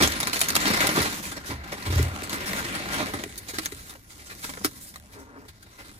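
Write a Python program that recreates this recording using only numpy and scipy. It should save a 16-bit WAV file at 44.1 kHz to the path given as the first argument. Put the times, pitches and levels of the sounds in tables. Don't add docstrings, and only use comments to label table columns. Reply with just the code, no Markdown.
import sys
import numpy as np
from scipy import signal
from scipy.fft import rfft, irfft, next_fast_len
from scipy.io import wavfile
from scipy.ndimage import uniform_filter1d

SR = 44100
rng = np.random.default_rng(int(sys.argv[2]) if len(sys.argv) > 2 else 0)


def to_wav(sig):
    pcm = np.clip(np.atleast_2d(sig), -1, 1) * 32767
    pcm = np.round(pcm).astype(np.int16)
    wavfile.write(sys.argv[1], SR, pcm.T)


def natural_amplitude(level_db):
    exponent = np.asarray(level_db, float) / 20
    return 10 ** exponent


N = 264335

# (time [s], level of the sliding [dB], crispness of the sheet [dB])
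DRAG = [(0.0, -31, -3.5), (0.4, -43.5, -2.5), (0.72, -27.5, -4.5), (0.9, -31.5, -4.5), (1.1, -38, 3),
        (1.3, -47.5, 2), (1.5, -51, -13.5), (1.95, -39.5, -3.5), (2.3, -44, -9), (2.53, -37, -4.5),
        (2.99, -38, -6.5), (3.3, -55.5, 3), (3.77, -56, 5.5), (4.03, -66.5, 7), (4.5, -53.5, 6),
        (4.9, -62, 5.5), (5.35, -67.5, -1.5), (5.99, -62, 4)]
# (frequency [Hz], level [dB])
COLOUR = [(160, 6.5), (280, 5.5), (450, -1.5), (700, -0.5), (1100, 0.5), (1500, 1), (2100, 4), (2800, -1),
          (4200, 5.5), (5500, 3.5), (8000, 5), (11000, 4.5), (14000, 3.5), (17000, -11)]
# (frequency [Hz], share heard by both [0-1])
LIKENESS = [(60, 1), (300, 1), (700, 0.9), (1600, 0.79), (2500, 0.04), (4000, 0.27), (7500, 0.022),
            (10000, 0.61), (13000, 0.98)]
# (frequency [Hz], level difference [dB])
TILT = [(60, -1), (110, 1), (200, 1.5), (380, 1), (700, -1.5), (1290, -2), (2380, 0.5), (4400, -1),
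        (8120, -2), (15000, 1)]
ANCHORS_HZ = [350, 2100, 9500]

LEFT_LAG = 13
MOST_ALIKE = 0.975


def in_time(rows):
    s, *columns = np.transpose(rows)
    return [np.interp(np.arange(N) / SR, s, c) for c in columns]


def at_hz(points, hz):
    table_hz, values = np.array(points)[:, 0], np.array(points)[:, 1]
    return np.interp(np.log(hz), np.log(table_hz), values)


def following(level_db, share):
    mean_effort_db = -45
    return mean_effort_db + level_db + share * (in_time(DRAG)[0] - mean_effort_db)


def drift(rate):
    r = np.exp(-80 * np.pi * rate / SR)
    slow = signal.lfilter([1], [1, -2 * r, r * r], rng.standard_normal(N // 40 + 2002))[2000:]
    return np.interp(np.arange(N) / 40, np.arange(len(slow)), slow / slow.std())


def dying(power, t60):
    return signal.lfilter([1], [1, -natural_amplitude(-120 / (max(t60, 0.002) * SR))], power + 1e-18)


def port_noise(white, hz):
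    alike = np.clip(at_hz(LIKENESS, hz), 0, MOST_ALIKE)
    shared = np.stack([np.roll(white[0], LEFT_LAG), white[0]])
    side = at_hz(TILT, hz) / 2
    both = np.sqrt(alike) * shared + np.sqrt(1 - alike) * white[1:]
    return both * natural_amplitude(np.array([[side], [-side]]))


def bands(low_hz, per_octave, count):
    edges = low_hz * 2 ** (np.arange(count + 1) / per_octave)
    return [(np.sqrt(a * b), signal.butter(2, [a, b], "band", fs=SR, output="sos"))
            for a, b in zip(edges, edges[1:])]


def rumble():
    # (frequency [Hz], level [dB])
    rumble_tone = [(25, -11), (40, -6), (60, -1.5), (100, -2.5), (160, -40)]
    white, out = rng.standard_normal((2, 3, N)), 0
    for k, (hz, sos) in enumerate(bands(17.96, per_octave=1.817, count=6)):
        gain = natural_amplitude(at_hz(rumble_tone, hz) + 0.83 * drift(2.4))
        out = out + signal.sosfilt(sos, gain * port_noise(white[k % 2], hz))
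    return natural_amplitude(following(level_db=-3.5, share=0.37) + 27.5) * out


def thumps():
    # (time [s], strength [dB], hardness [dB per octave])
    pushes = [(0.003, -39, 9.5), (0.005, -33, -17), (0.031, -30, -6), (0.7, -37, 7.5), (0.975, -31, 9.5),
              (0.989, -35, 11.5), (1.49, -33.5, 4.5), (1.519, -31, 3), (1.561, -43, -10), (1.865, -24, -3),
              (1.9, -22.5, 1), (1.931, -23.5, 2), (1.956, -19, -1.5), (1.994, -16.5, 3),
              (2.029, -29.5, 2.5), (3.019, -44, 6), (3.139, -41.5, 11.5), (3.238, -46.5, 9.5),
              (3.26, -49, 12.5), (3.535, -48, 11.5), (3.722, -47.5, 12.5), (4.571, -61, 14),
              (4.646, -42, 12.5)]
    # (frequency [Hz], level [dB], t60 [s])
    walls = [(55, 3, 0.051), (70.7, -2.5, 0.43), (87.3, -0.5, 0.39), (125.7, -5.5, 0.34), (273, -9, 0.079),
             (410, -6.5, 0.042)]
    s, strength_db, hardness_db = np.transpose(pushes)
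    luck, out = rng.standard_normal((len(s), len(walls))), np.zeros(N)
    for k, (hz, level_db, t60) in enumerate(walls):
        push_db = strength_db + level_db + hardness_db * np.log2(hz / 90) + 0.77 * luck[:, k]
        clicks = np.zeros(N)
        clicks[(s * SR).astype(int)] = natural_amplitude(push_db)
        r, w = natural_amplitude(-60 / (t60 * SR)), 2 * np.pi * hz / SR
        ringing = signal.lfilter([0, np.sin(w)], [1, -2 * r * np.cos(w), r * r], clicks + 1e-18)
        out += (-1) ** k * ringing
    soft = signal.sosfilt(signal.butter(3, [52, 450], "band", fs=SR, output="sos"), out)
    return np.stack([np.roll(soft, LEFT_LAG // 2), soft])


def rub():
    # (frequency [Hz], width [Hz], gain)
    rub_body = [(261, 24, 8.2), (420, 40, 3.5), (915, 41, 2.3)]
    start_s, attack_s, hold_s, release_s = 5.06, 0.1, 0.28, 0.045
    s = start_s + np.cumsum([0, attack_s, hold_s, release_s])
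    stroke = np.interp(np.arange(N) / SR, s, [0, 1, 1, 0])
    gain = stroke * natural_amplitude(-56 + 11.5 + 3.2 * drift(21.0))
    sos = signal.butter(4, [230, 1750], "band", fs=SR, output="sos")
    drag = signal.sosfilt(sos, gain * port_noise(rng.standard_normal((3, N)), 470))
    hums = [hum * signal.lfilter(*signal.iirpeak(hz, hz / width_hz, fs=SR), drag)
            for hz, width_hz, hum in rub_body]
    return drag + sum(hums)


def crackle(per_s, spread_db, clump_db, t60, count):
    clumps = natural_amplitude(clump_db * drift(5.0))
    born = rng.random((count, N)) < per_s * clumps / SR
    sizes = natural_amplitude(2 * spread_db * np.minimum(rng.exponential(1, (count, N)), 4))
    trains = dying(dying(born * sizes, t60), t60 / 4)
    return trains / trains.mean(axis=1, keepdims=True)


def rustle():
    anchor_widths_hz = [520, 3500, 9000]
    slide_db, crisp_db = in_time(DRAG)
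    lows_db = following(level_db=-4.5, share=0.68)
    bright_db = following(level_db=-6.5, share=0.92) + crisp_db
    levels_db = (lows_db, slide_db, bright_db)
    per_hz = [db - 10 * np.log10(w) for db, w in zip(levels_db, anchor_widths_hz)]

    folds = crackle(per_s=200, spread_db=3.0, clump_db=1.5, t60=0.057, count=4)
    fold_hz = np.geomspace(400, 11000, 4)
    ticks = crackle(per_s=95, spread_db=3.5, clump_db=3.0, t60=0.006, count=2)
    folds = folds + np.repeat(ticks * [[0.1], [0.45]], 2, axis=0)

    white, out = rng.standard_normal((2, 3, N)), 0
    for k, (hz, sos) in enumerate(bands(141.0, per_octave=3, count=21)):
        mix = [np.interp(np.log(hz), np.log(ANCHORS_HZ), row) for row in np.eye(3)]
        reach = np.exp(-(np.log(hz / fold_hz) / 3.0) ** 2)
        grain = 0.25 + 0.87 * reach @ folds / reach.sum()
        drag_db = sum(m * db for m, db in zip(mix, per_hz)) + 2.0 * drift(5.0)
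        drag_db = drag_db - 0.21 * crisp_db * np.exp(-(np.log(hz / 830) / 0.58) ** 2)
        gain = natural_amplitude(drag_db) * np.sqrt(grain * SR / 2)
        out = out + natural_amplitude(at_hz(COLOUR, hz)) * signal.sosfilt(sos, gain * port_noise(white[k % 2], hz))
    return out


def creases(rows, sudden):
    size = 8192
    strain_s, strain_db = 0.012, -18
    t = np.arange(size) / SR
    age = np.maximum(t - strain_s, 0)
    strain = natural_amplitude(strain_db) * np.clip(t / strain_s, 0, 1) ** 2 * np.exp(-age / 0.0013)
    crack = (age / 0.00084 * np.exp(1 - age / 0.0007)) ** 2

    hz = np.maximum(np.arange(size // 2 + 1) * SR / size, 10)
    alike = np.clip(at_hz(LIKENESS, hz), 0, MOST_ALIKE) ** 0.66
    side = at_hz(TILT, hz) / 2
    late = np.stack([np.exp(-2j * np.pi * hz * LEFT_LAG / SR), np.ones(len(hz))])
    steep = (hz / 170) ** 2 / (1 + (hz / 170) ** 2)
    held_back = np.exp(-1j * np.pi * hz / 250)

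    out = np.zeros((2, N + size))
    luck, white = rng.random((len(rows), 13)), rng.standard_normal((len(rows), 3, size))
    for (s, peak_db, bright_db, t60), draw, noise in zip(rows, luck, white):
        rise = 0.002 if sudden else np.clip(0.14 * t60, 0.002, 0.05)
        shape = (1 - np.exp(-age / rise)) ** 2 * natural_amplitude(-60 * age / np.clip(t60, 0.006, 0.18))
        shape = shape / shape.max() * natural_amplitude(-8.5)
        if sudden:
            crack_db = 11 + 0.36 * (peak_db + 17.5) - 13.0
            shape = shape + strain + natural_amplitude(crack_db) * crack
        fibres = np.repeat(natural_amplitude(2.15 * noise[0, :size // 32]), 32)
        shared, *own = rfft(noise * shape * fibres)
        both = np.sqrt(alike) * late * shared + np.sqrt(1 - alike) * np.array(own)

        balance_db = [-14.5 - bright_db + 16.0, 0, -9.5 + bright_db - 0.5]
        level_db = peak_db - 5.5 + np.interp(np.log(hz), np.log(ANCHORS_HZ), balance_db)
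        modes = 250 * 40 ** draw[:12, None]
        resonances = 1j * hz / 19.8 * modes / (modes ** 2 - hz ** 2 + 1j * hz * modes / 18.3)
        rings = 1 + 1.15 * np.sum(resonances, axis=0)
        lean_db = (side + 1.35 * (draw[12] - 0.6)) * np.array([[1], [-1]])
        tone = natural_amplitude(level_db + lean_db + at_hz(COLOUR, hz))
        burst = irfft(both * rings * steep * tone * held_back)
        start = int((s - strain_s) * SR) - SR // 500
        out[:, max(start, 0):start + size] += burst[:, max(-start, 0):]
    return out[:, :N]


def snaps():
    # (time [s], peak [dB], brightness [dB], t60 [s]) creases snapping while the sheet is pulled out
    pull_snaps = [(0.0236, -5, 0.5, 0.11), (0.0357, -10, -13, 0.024), (0.0747, -10, 2, .025),
                  (0.1202, -17.5, 8, 0.025), (0.2023, -10, 2.5, 0.048), (0.2303, -9.5, -2, 0.046),
                  (0.2713, -10.5, 3, 0.069), (0.3311, -10, 1, 0.058), (0.3589, -12, -3, 0.13),
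                  (0.392, -20.5, 16, 0.024), (0.4052, -20, 15, 0.025), (0.4139, -5.5, 4.5, 0.038),
                  (0.428, -20, -3, 0.028), (0.4343, -15, 5, 0.18), (0.4853, -10, 6, 0.065),
                  (0.5031, -11, 5, 0.022), (0.5527, -6.5, 4.5, 0.035), (0.5636, -4, 2, 0.037),
                  (0.6554, -8, -6, 0.021), (0.7034, -15, -17.5, 0.096), (0.8049, -6, -1, 0.19),
                  (0.87, -12.5, 9, .034), (0.8905, -6.5, -5, 0.049), (0.9068, -22, -5, .04),
                  (1.0185, -10.5, 2.5, 0.14)]
    settle_snaps = [(1.6392, -27, -3, 0.041), (1.8233, -24, 0, 0.046), (1.925, -13.5, -6.5, 0.12),
                    (2.0271, -24.5, 14.5, 0.017), (2.233, -19.5, 0.5, 0.13), (2.2956, -18.5, 0.5, 0.23),
                    (2.3291, -12, -1.5, 0.016), (2.7506, -16, -2.5, 0.082), (3.1369, -15, -6, 0.18),
                    (3.1895, -19.5, -10, 0.16), (3.237, -16, -0.5, 0.023), (3.5458, -40, 2, .035),
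                    (3.5852, -11.5, -1, 0.055), (3.6502, -27, 14, 0.019), (3.6581, -14.5, 5, 0.034),
                    (3.7208, -23.5, 2, 0.032), (3.895, -25, 3.5, 0.1), (3.9518, -30.5, -6, 0.064),
                    (4.4431, -16.5, -3, 0.032), (4.493, -18.5, -2.5, 0.061), (4.5371, -21.5, -7, 0.016),
                    (4.572, -21.5, -12, 0.025), (4.6463, -8, 6, 0.073), (4.65, -23, -22, 0.0089),
                    (4.958, -26.5, 2, 0.031), (5.1323, -33.5, 1, 0.3), (5.4836, -31.5, 4.5, 0.087),
                    (5.626, -34, 5, .05), (5.6637, -34, -6, 0.05), (5.8026, -34, -6, 0.03)]
    swells = [(0.0014, -2.5, -6.5, 0.06), (0.017, -0.5, -2, 0.096), (0.1874, -32, -2, .14),
              (0.3194, -20, 10.5, 0.18), (0.5938, -14.5, 1, .12), (0.6572, -7, -1.5, 0.12),
              (0.7316, -6.5, -3, 0.056), (0.8244, -7.5, -7, 0.12), (0.9455, -7.5, -4.5, 0.2),
              (0.9683, -17.5, -16.5, 0.15), (1.039, -9, -6, 0.12), (1.2188, -21.5, 3, 0.39),
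              (1.312, -18, -2, 0.062), (1.3628, -17.5, -5, .06), (1.4435, -24, 6, 0.38),
              (1.4955, -17.5, -9, 0.11), (1.7154, -15, -5.5, 0.079), (1.8494, -15.5, -3, 0.1),
              (1.8994, -18, -1, 0.065), (1.9644, -15, -2.5, 0.12), (2.3163, -14.5, -0.5, 0.13),
              (2.4526, -18, 1, 0.13), (2.5494, -16.5, -2, .17), (2.6349, -17, -4.5, 0.097),
              (2.9044, -13.5, -3, 0.44), (2.9734, -13, -9.5, 0.23), (3.0474, -19.5, -4, 0.21),
              (3.3742, -33, 22, 0.048), (3.4785, -19, 3, 0.092), (3.5272, -22.5, 2.5, 0.14),
              (3.6052, -25.5, 3.5, 0.16), (3.761, -33.5, 4, 0.38), (3.845, -34, 1, 0.12),
              (3.917, -35, -10, 0.09), (4.0863, -34, 4.5, 0.16), (4.1739, -32.5, -1, 0.16),
              (4.247, -33.5, 5, 0.13), (4.2909, -24.5, -1, .12), (4.417, -23.5, 6, 0.18),
              (4.605, -33, -15, .06), (4.7394, -43.5, 18.5, 0.23), (4.7997, -42.5, 22, 0.18),
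              (4.8586, -44, 22, 0.15), (4.9376, -29.5, -0.5, 0.03), (5.106, -42, 9, .17),
              (5.176, -42.5, 9, 0.16), (5.6987, -38.5, -2, 0.33), (5.7784, -28, -3.5, 0.14),
              (5.835, -33, -1, 0.133), (5.8687, -35, -4, 0.15)]
    sharp = creases(pull_snaps, sudden=True) + creases(settle_snaps, sudden=True)
    return sharp + creases(swells, sudden=False)


def box(x):
    echoes, lags = np.zeros_like(x), rng.uniform(0.001174, 0.015, (2, 9))
    for side in range(2):
        for k, lag in enumerate(lags[side]):
            n = int(lag * SR)
            echoes[side, n:] += (-1) ** k * natural_amplitude(-20 - 60 * lag / 0.62) * x[side, :-n]
    return x + signal.sosfilt(signal.butter(1, 5500, fs=SR, output="sos"), echoes)


def scene():
    return box(rustle() + snaps() + rub()) + rumble() + thumps()


def band_limit(x):
    return signal.sosfilt(signal.butter(12, 16670, fs=SR, output="sos"), x)


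def record(dry):
    # (frequency [Hz], width [Hz], gain)
    left_port = (1560, 410, 0.98)
    # (frequency [Hz], level of the sum [dB])
    sum_gaps = [(11250, 0), (11450, -36), (12150, -36), (12300, 0), (14550, 0), (14700, -45)]
    port_hz, width_hz, gain = left_port
    cavity = signal.lfilter(*signal.iirpeak(port_hz, port_hz / width_hz, fs=SR), dry[0])
    left = dry[0] + gain * cavity
    left, right = 0.95 * np.tanh(np.stack([left, dry[1]]) / 0.95)

    size = next_fast_len(N)
    hz = np.maximum(np.arange(size // 2 + 1) * SR / size, 10)
    mid, side = (left + right) / 2, (left - right) / 2
    thinned = irfft(rfft(mid, size) * natural_amplitude(at_hz(sum_gaps, hz)), size)[:N]
    edge = np.diff(side, prepend=0) ** 2
    sudden = uniform_filter1d(edge, size=1500) > 1.4 * uniform_filter1d(edge, size=6000)
    kept = uniform_filter1d(sudden * 1.0, size=400)
    mid = thinned + 1.14 * kept * (mid - thinned)

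    top_cut = signal.cheby2(16, 60, 16500, fs=SR, output="sos")
    x = signal.sosfilt(top_cut, np.stack([mid + side, mid - side]))
    return band_limit(x)


dry = scene()
out = record(dry)
to_wav(out)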